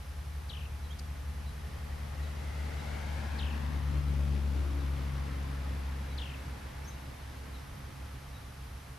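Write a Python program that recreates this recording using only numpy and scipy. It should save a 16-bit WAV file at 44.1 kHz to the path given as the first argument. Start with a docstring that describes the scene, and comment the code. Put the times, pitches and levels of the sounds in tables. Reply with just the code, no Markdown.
"""A pond beside a road, calm day. From the start: light air, a camera's faint whine, and a motor vehicle
nearing from the left, its exhaust beating against a steadier drone. A small bird gives falling chatters
at 0.5, 3.4 and 6.2 s; others peep further off from 0.8 s; one tick at 1 s. The tyres roar on approach
and low hums swell from about 3.4 s. Abreast at 4.35 s, the exhaust note sinks by Doppler shift;
the tyres roar again as the vehicle leaves to the right."""
import sys
import numpy as np
from scipy import signal
from scipy.fft import rfft, irfft, next_fast_len
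from scipy.io import wavfile

SR = 44100
rng = np.random.default_rng(int(sys.argv[2]) if len(sys.argv) > 2 else 0)


def wav_record(signal):
    """Record a signal, one row per channel, as 16-bit PCM in the file named by sys.argv[1]."""
    frames = np.transpose(np.atleast_2d(signal))
    bounded = np.clip(frames, -1, 1)
    # unit amplitude maps onto the largest positive 16-bit level
    quanta = np.round(bounded * 32767).astype(np.int16)
    wavfile.write(sys.argv[1], SR, quanta)


N = 396018
TIME = np.arange(N) / SR


def from_db(db):
    """Decibels to gain."""
    return 10 ** (np.asarray(db) / 20)


def in_time(rows):
    """One linearly interpolated curve per column after t/s."""
    times_s, *columns = np.transpose(rows)
    return [np.interp(TIME, times_s, column) for column in columns]


def gain_at(points, hz):
    """Gain of an (f/Hz, level/dB) table on a log-frequency axis."""
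    points_hz, db = np.transpose(points)
    return from_db(np.interp(np.log(hz + 1e-3), np.log(points_hz), db))


def panned(left_db):
    """Stereo gains of mean 1; left_db is left minus right."""
    gains = from_db(np.array([[.5], [-.5]]) * left_db)
    return gains / gains.mean(axis=0)


def drift(cutoff_hz):
    """Slow random curve, rms 1."""
    hz = np.fft.rfftfreq(N, 1 / SR)
    slow = irfft(rfft(rng.standard_normal(N)) / (1 + (hz / cutoff_hz) ** 4), N)
    return slow / np.sqrt(np.mean(slow ** 2) + 1e-20)


def phase_of(hz):
    """Running phase/rad of a changing frequency."""
    return 2 * np.pi * np.cumsum(hz) / SR


def wide_noise(colour):
    """Coloured stereo noise, near mono in the bass; mid rms 1."""
    # outdoor stereo width: f/Hz, side minus mid/dB
    width = [(30, -34), (110, -29), (250, -3.5), (500, -2), (750, 1.5), (1100, -4), (2200, -4.5),
             (4500, -6), (8000, -3), (12000, -11.5)]
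    size = next_fast_len(N)
    hz = np.fft.rfftfreq(size, 1 / SR)
    shape = gain_at(colour, hz) * (hz > 15)
    mid_spectrum, side_spectrum = rfft(rng.standard_normal((2, size))) * shape
    mid = irfft(mid_spectrum, size)[:N]
    side = irfft(side_spectrum * gain_at(width, hz), size)[:N]
    return (mid + side * np.array([[1], [-1]])) / np.std(mid)


def add(track, start_s, sound):
    """Mix a short stereo sound into a track."""
    start = max(int(start_s * SR), 0)
    track[:, start:start + sound.shape[1]] += sound[:, :max(N - start, 0)]


def air(level_db=-48.0):
    """Light air and microphone hiss."""
    # noise spectrum: f/Hz, relative density/dB
    colour = [(20, -18), (35, -1), (110, 0.5), (180, -13), (280, -26), (400, -20.5), (700, -23),
              (1100, -19), (2200, -24.5), (4000, -29), (6000, -31), (7300, -37), (9500, -34.5),
              (10500, -33.5)]
    return from_db(level_db) * wide_noise(colour)


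def camera_whine(waver=0.00074):
    """Three faint tones, slightly unsteady in pitch."""
    # whine tones: f/Hz, level/dB
    tones = [(699.8, -72.5), (839.8, -68.5), (10158, -84)]
    return np.sqrt(2) * sum(from_db(db) * np.sin(phase_of(hz * (1 + waver * drift(8.1))))
                            for hz, db in tones)


def exhaust(phase, near, going, boom_db=-31.0, far_waver_db=3.1, flutter_db=1.5, fade_cycle_s=2.422):
    """Firing harmonics: uneven firing shakes the overtones; close by, a reflection fades them."""
    # exhaust strength apart from distance: t/s, gain/dB
    swell = [(0, 0), (1.0, 1.5), (1.7, -3.5), (2.1, 0), (2.7, -2), (3.5, -2.5), (4.2, 1), (4.65, 0),
             (5.2, -4), (5.7, 0), (6.6, -7), (8.2, -6.5)]
    # harmonics 2-4: base level/dB, rear gain/dB, distance exponent, notch t/s, fade depth/0-1
    overtones = [(-43.5, 0.0, 1.23, 4.595, 0.67), (-53.5, -1, 1.03, 4.75, 0.66), (-59, 4, 0.84, 4.4, 0.4)]
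    swell_db, = in_time(swell)
    air_waver_db = far_waver_db * (1 - near) * drift(6.6)
    sound = near * from_db(boom_db + swell_db + air_waver_db) * np.sin(phase)
    for k, (db, rear_db, falloff, notch_s, depth) in enumerate(overtones, 2):
        reflection = depth * near ** 2 * np.exp(2j * np.pi * k * (TIME - notch_s) / fade_cycle_s)
        level_db = db + 0.33 * swell_db + rear_db * going + flutter_db * drift(10.3)
        sound += near ** falloff * np.abs(1 - reflection) * from_db(level_db) * np.sin(k * phase)
    return np.sqrt(2) * sound


def ground_echo(sound, lag_ms, strength, cutoff_hz=2700):
    """Add a reflection whose changing lag sweeps a comb; rough ground returns no treble."""
    dull = signal.sosfilt(signal.butter(2, cutoff_hz, fs=SR, output="sos"), sound)
    echo = np.array([np.interp(TIME - lag_ms / 1000, TIME, ear) for ear in dull])
    return sound + strength * echo


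def beamed(beams, going):
    """Gain of Gaussian beams swinging past the listener."""
    angle_deg = np.degrees(np.arcsin(going))
    power = sum(from_db(db) ** 2 * np.exp(-((angle_deg - aim_deg) / width_deg) ** 2)
                for aim_deg, width_deg, db in beams)
    return np.sqrt(power)


def tyres(near, going, road_db=0.5, far_lag_ms=1.81, abreast_lag_ms=0.75, approach_lag_ms=0.16):
    """Hiss and roar, beamed fore and aft, follow the uneven road and reflect off the ground."""
    # tyre spectra: f/Hz, relative density/dB
    hiss_colour = [(150, -16), (380, 3.5), (550, 1.5), (700, -2.5), (900, 1.5), (1350, -9), (1700, -2),
                   (2100, -1), (2500, -7.5), (4000, -11.5), (7000, -18), (13000, -29.5)]
    roar_colour = [(150, 2), (400, -14), (550, -4.5), (720, -5.5), (1000, -1), (1400, -1.5), (2200, -5.5),
                   (3000, -13), (5000, -16.5), (13000, -58)]
    # tyre beams: angle from abreast/deg, width/deg, level before distance loss/dB
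    hiss_beams = [(-55, 12.3, -46), (64, 8.9, -51)]
    roar_beams = [(-42.5, 20, -48.5), (54.5, 30.3, -49.5)]
    hiss = beamed(hiss_beams, going) * wide_noise(hiss_colour)
    roar = beamed(roar_beams, going) * wide_noise(roar_colour)
    direct = near * from_db(road_db * drift(7.8)) * (hiss + roar)
    lag_ms = far_lag_ms + (abreast_lag_ms - far_lag_ms) * near - approach_lag_ms * going
    return ground_echo(direct, lag_ms, strength=0.42 * near * (1 - 0.8 * going))


def rumble(phase, near, going, base_db=-43.5, rear_db=1.25, flutter_db=1.0,
           far_lag_ms=4.1, abreast_lag_ms=3.52):
    """Body rumble: pulses with each firing, louder from behind."""
    # body spectrum: f/Hz, relative density/dB
    colour = [(20, -22), (60, 5), (120, 2), (180, -3), (260, -5.5), (350, -9.5), (500, -12), (700, -16.5),
              (1200, -22), (3000, -25), (13000, -46)]
    gain = near ** 1.16 * from_db(base_db + rear_db * going + flutter_db * drift(9.6))
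    throb = 1 + 0.29 * np.sin(phase)
    lag_ms = far_lag_ms + (abreast_lag_ms - far_lag_ms) * near
    return ground_echo(gain * throb * wide_noise(colour), lag_ms, strength=0.25)


def vehicle(abreast_s=4.35, distance_m=15.4, speed_m_per_s=14.0, firing_hz=70.6,
            recede_s=8, recede_db_per_s=5):
    """A straight, steady pass sets the Doppler shift, level and bearing."""
    along_m = speed_m_per_s * (TIME - abreast_s)
    range_m = np.hypot(distance_m, along_m)
    near = distance_m / range_m  # 1 abreast
    going = along_m / range_m  # -1 coming, +1 going
    phase = phase_of(firing_hz / (1 + going * speed_m_per_s / 343))  # sound: 343 m/s
    receding = from_db(-recede_db_per_s * np.maximum(TIME - recede_s, 0))
    sound = exhaust(phase, near, going) + receding * (tyres(near, going) + rumble(phase, near, going))
    return sound * panned(left_db=-1.14 + 5 * near - 1.2 * going)


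def drone(flutter_db=1.2):
    """A lower, steadier engine note that beats against the exhaust."""
    # engine note: t/s, f/Hz, level/dB
    note = [(0, 62.9, -48), (1.2, 62.4, -44.5), (2.3, 62.5, -49.5), (3.2, 62.5, -52), (4, 62.6, -44),
            (5, 62.9, -51.5), (7, 61.3, -55.5), (9, 61.3, -55)]
    hz, db = in_time(note)
    amplitude = np.sqrt(2) * from_db(db + flutter_db * drift(3.8))
    return amplitude * np.sin(phase_of(hz)) * panned(left_db=-1.5)


def whistle(length_s, from_hz, to_hz, overtone_db, waver, skew=0.92):
    """One gliding, unsteady bird note, nearly a sine; skew above 1 delays its peak."""
    progress = np.linspace(0, 1, max(int(length_s * SR), 8))
    unsteady = np.interp(progress, np.linspace(0, 1, 12), rng.standard_normal(12))
    phase = phase_of(from_hz * (to_hz / from_hz) ** progress * (1 + waver * unsteady))
    envelope = np.sin(np.pi * progress ** skew)
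    return envelope * (np.sin(phase) + from_db(overtone_db) * np.sin(2 * phase))


def chatters(notes=9, gap_s=0.0175, slowing_s=0.00065, first_db=-5.0, step_db=0.95, uneven_db=0.5):
    """A small bird's runs of falling notes, strong and weak in turn, slowing, sinking and fading."""
    # calls: t/s, base level/dB, left minus right/dB
    calls = [(0.4885, -37.8, 5.5), (3.3835, -35.5, 4), (6.174, -35.8, 6)]
    track = np.zeros((2, N))
    for start_s, call_db, left_db in calls:
        for k in range(notes):
            length_s, pitch_ratio, loss_db = (0.017, 0.94, 2.1) if k % 2 else (0.022, 1, 0)
            settling = np.exp(-k / 2.5)
            from_hz = pitch_ratio * np.interp(settling, [0, 1], [3330, 5450])
            to_hz = pitch_ratio * np.interp(settling, [0, 1], [2300, 2750])
            note = whistle(length_s, from_hz, to_hz, overtone_db=-28, waver=0.025, skew=1.28)
            note_db = call_db + first_db - step_db * k - loss_db + rng.normal(0, uneven_db)
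            add(track, start_s, from_db(note_db) * note * panned(left_db))
            start_s += gap_s + slowing_s * k
    return track


def far_birds():
    """One far bird repeats a soft peep; others give single chirps."""
    # peeps: t/s, level/dB
    peeps = [(.825, -61), (1.455, -58.5), (2.218, -58.5), (2.775, -60), (4.06, -62), (4.785, -61),
             (6.10, -61), (6.90, -61), (7.53, -57.5), (8.335, -60)]
    # chirps: t/s, length/s, start f/Hz, end f/Hz, level/dB, left minus right/dB
    chirps = [(.903, 0.021, 3200, 3310, -49, -5), (.916, .026, 3950, 3200, -54, -2.5),
              (6.843, 0.024, 5430, 5986, -55, 3), (6.868, 0.039, 6300, 6270, -50, 5)]
    track = np.zeros((2, N))
    for start_s, db in peeps:
        peep = whistle(length_s=0.06, from_hz=3970, to_hz=3810, overtone_db=-20, waver=0.028)
        add(track, start_s, from_db(db) * peep * panned(left_db=3.3))
    for start_s, length_s, from_hz, to_hz, db, left_db in chirps:
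        chirp = whistle(length_s, from_hz, to_hz, overtone_db=-14, waver=0.012)
        add(track, start_s, from_db(db) * chirp * panned(left_db))
    return track


def banks(sound, t60_s, wet_db=-6):
    """Reeds and banks scatter a short tail, different at each ear."""
    t = np.arange(SR // 2) / SR
    tail = rng.standard_normal((2, len(t))) * from_db(-60 * t / t60_s)
    tail /= np.sqrt(np.sum(tail ** 2, axis=1, keepdims=True))
    return sound + from_db(wet_db) * signal.fftconvolve(sound, tail, axes=1)[:, :N]


def tick(peak_s=0.995, level_db=-43.6, decay_s=0.0035):
    """A thin, bright tick that swells and dies within milliseconds."""
    # tick spectrum: f/Hz, relative density/dB
    colour = [(3200, -30), (4000, 2), (5200, -0.5), (6500, -5.5), (8500, -12.5), (12000, -21)]
    envelope = np.exp(-np.minimum(np.abs(TIME - peak_s) / decay_s, 50))
    return from_db(level_db) * envelope * wide_noise(colour)


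def hums(flutter_db=2.0, waver=0.012):
    """Low hums, each swelling once out of the rumble, unsteady in level and pitch."""
    # hums: peak t/s, half length/s, f/Hz, level/dB
    swells = [(3.42, 0.2, 222, -50), (3.72, 0.22, 247, -51), (4.72, 0.16, 348, -54.5),
              (4.76, 0.14, 283, -53.5), (7.75, 0.7, 135.5, -52.5)]
    flutter = from_db(flutter_db * drift(5.5))
    pitch_ratio = 1 + waver * drift(12)
    sound = np.zeros(N)
    for peak_s, half_s, hz, db in swells:
        envelope = np.exp(-((TIME - peak_s) / half_s) ** 2)
        sound += from_db(db) * envelope * np.sin(phase_of(hz * pitch_ratio))
    return np.sqrt(2) * flutter * sound * panned(left_db=-3.5)


def scene():
    """Everything heard from the pond's edge."""
    road = vehicle() + drone() + hums()
    near_calls, far_calls = chatters(), far_birds()
    birds = banks(near_calls, t60_s=0.36) + banks(far_calls, t60_s=0.3)
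    return road + birds + tick() + camera_whine() + air()


def record(dry, cutoff_hz=12950):
    """Steep low-pass."""
    return signal.sosfilt(signal.ellip(12, .1, 80, cutoff_hz, fs=SR, output="sos"), dry)


dry = scene()
out = record(dry)
wav_record(out)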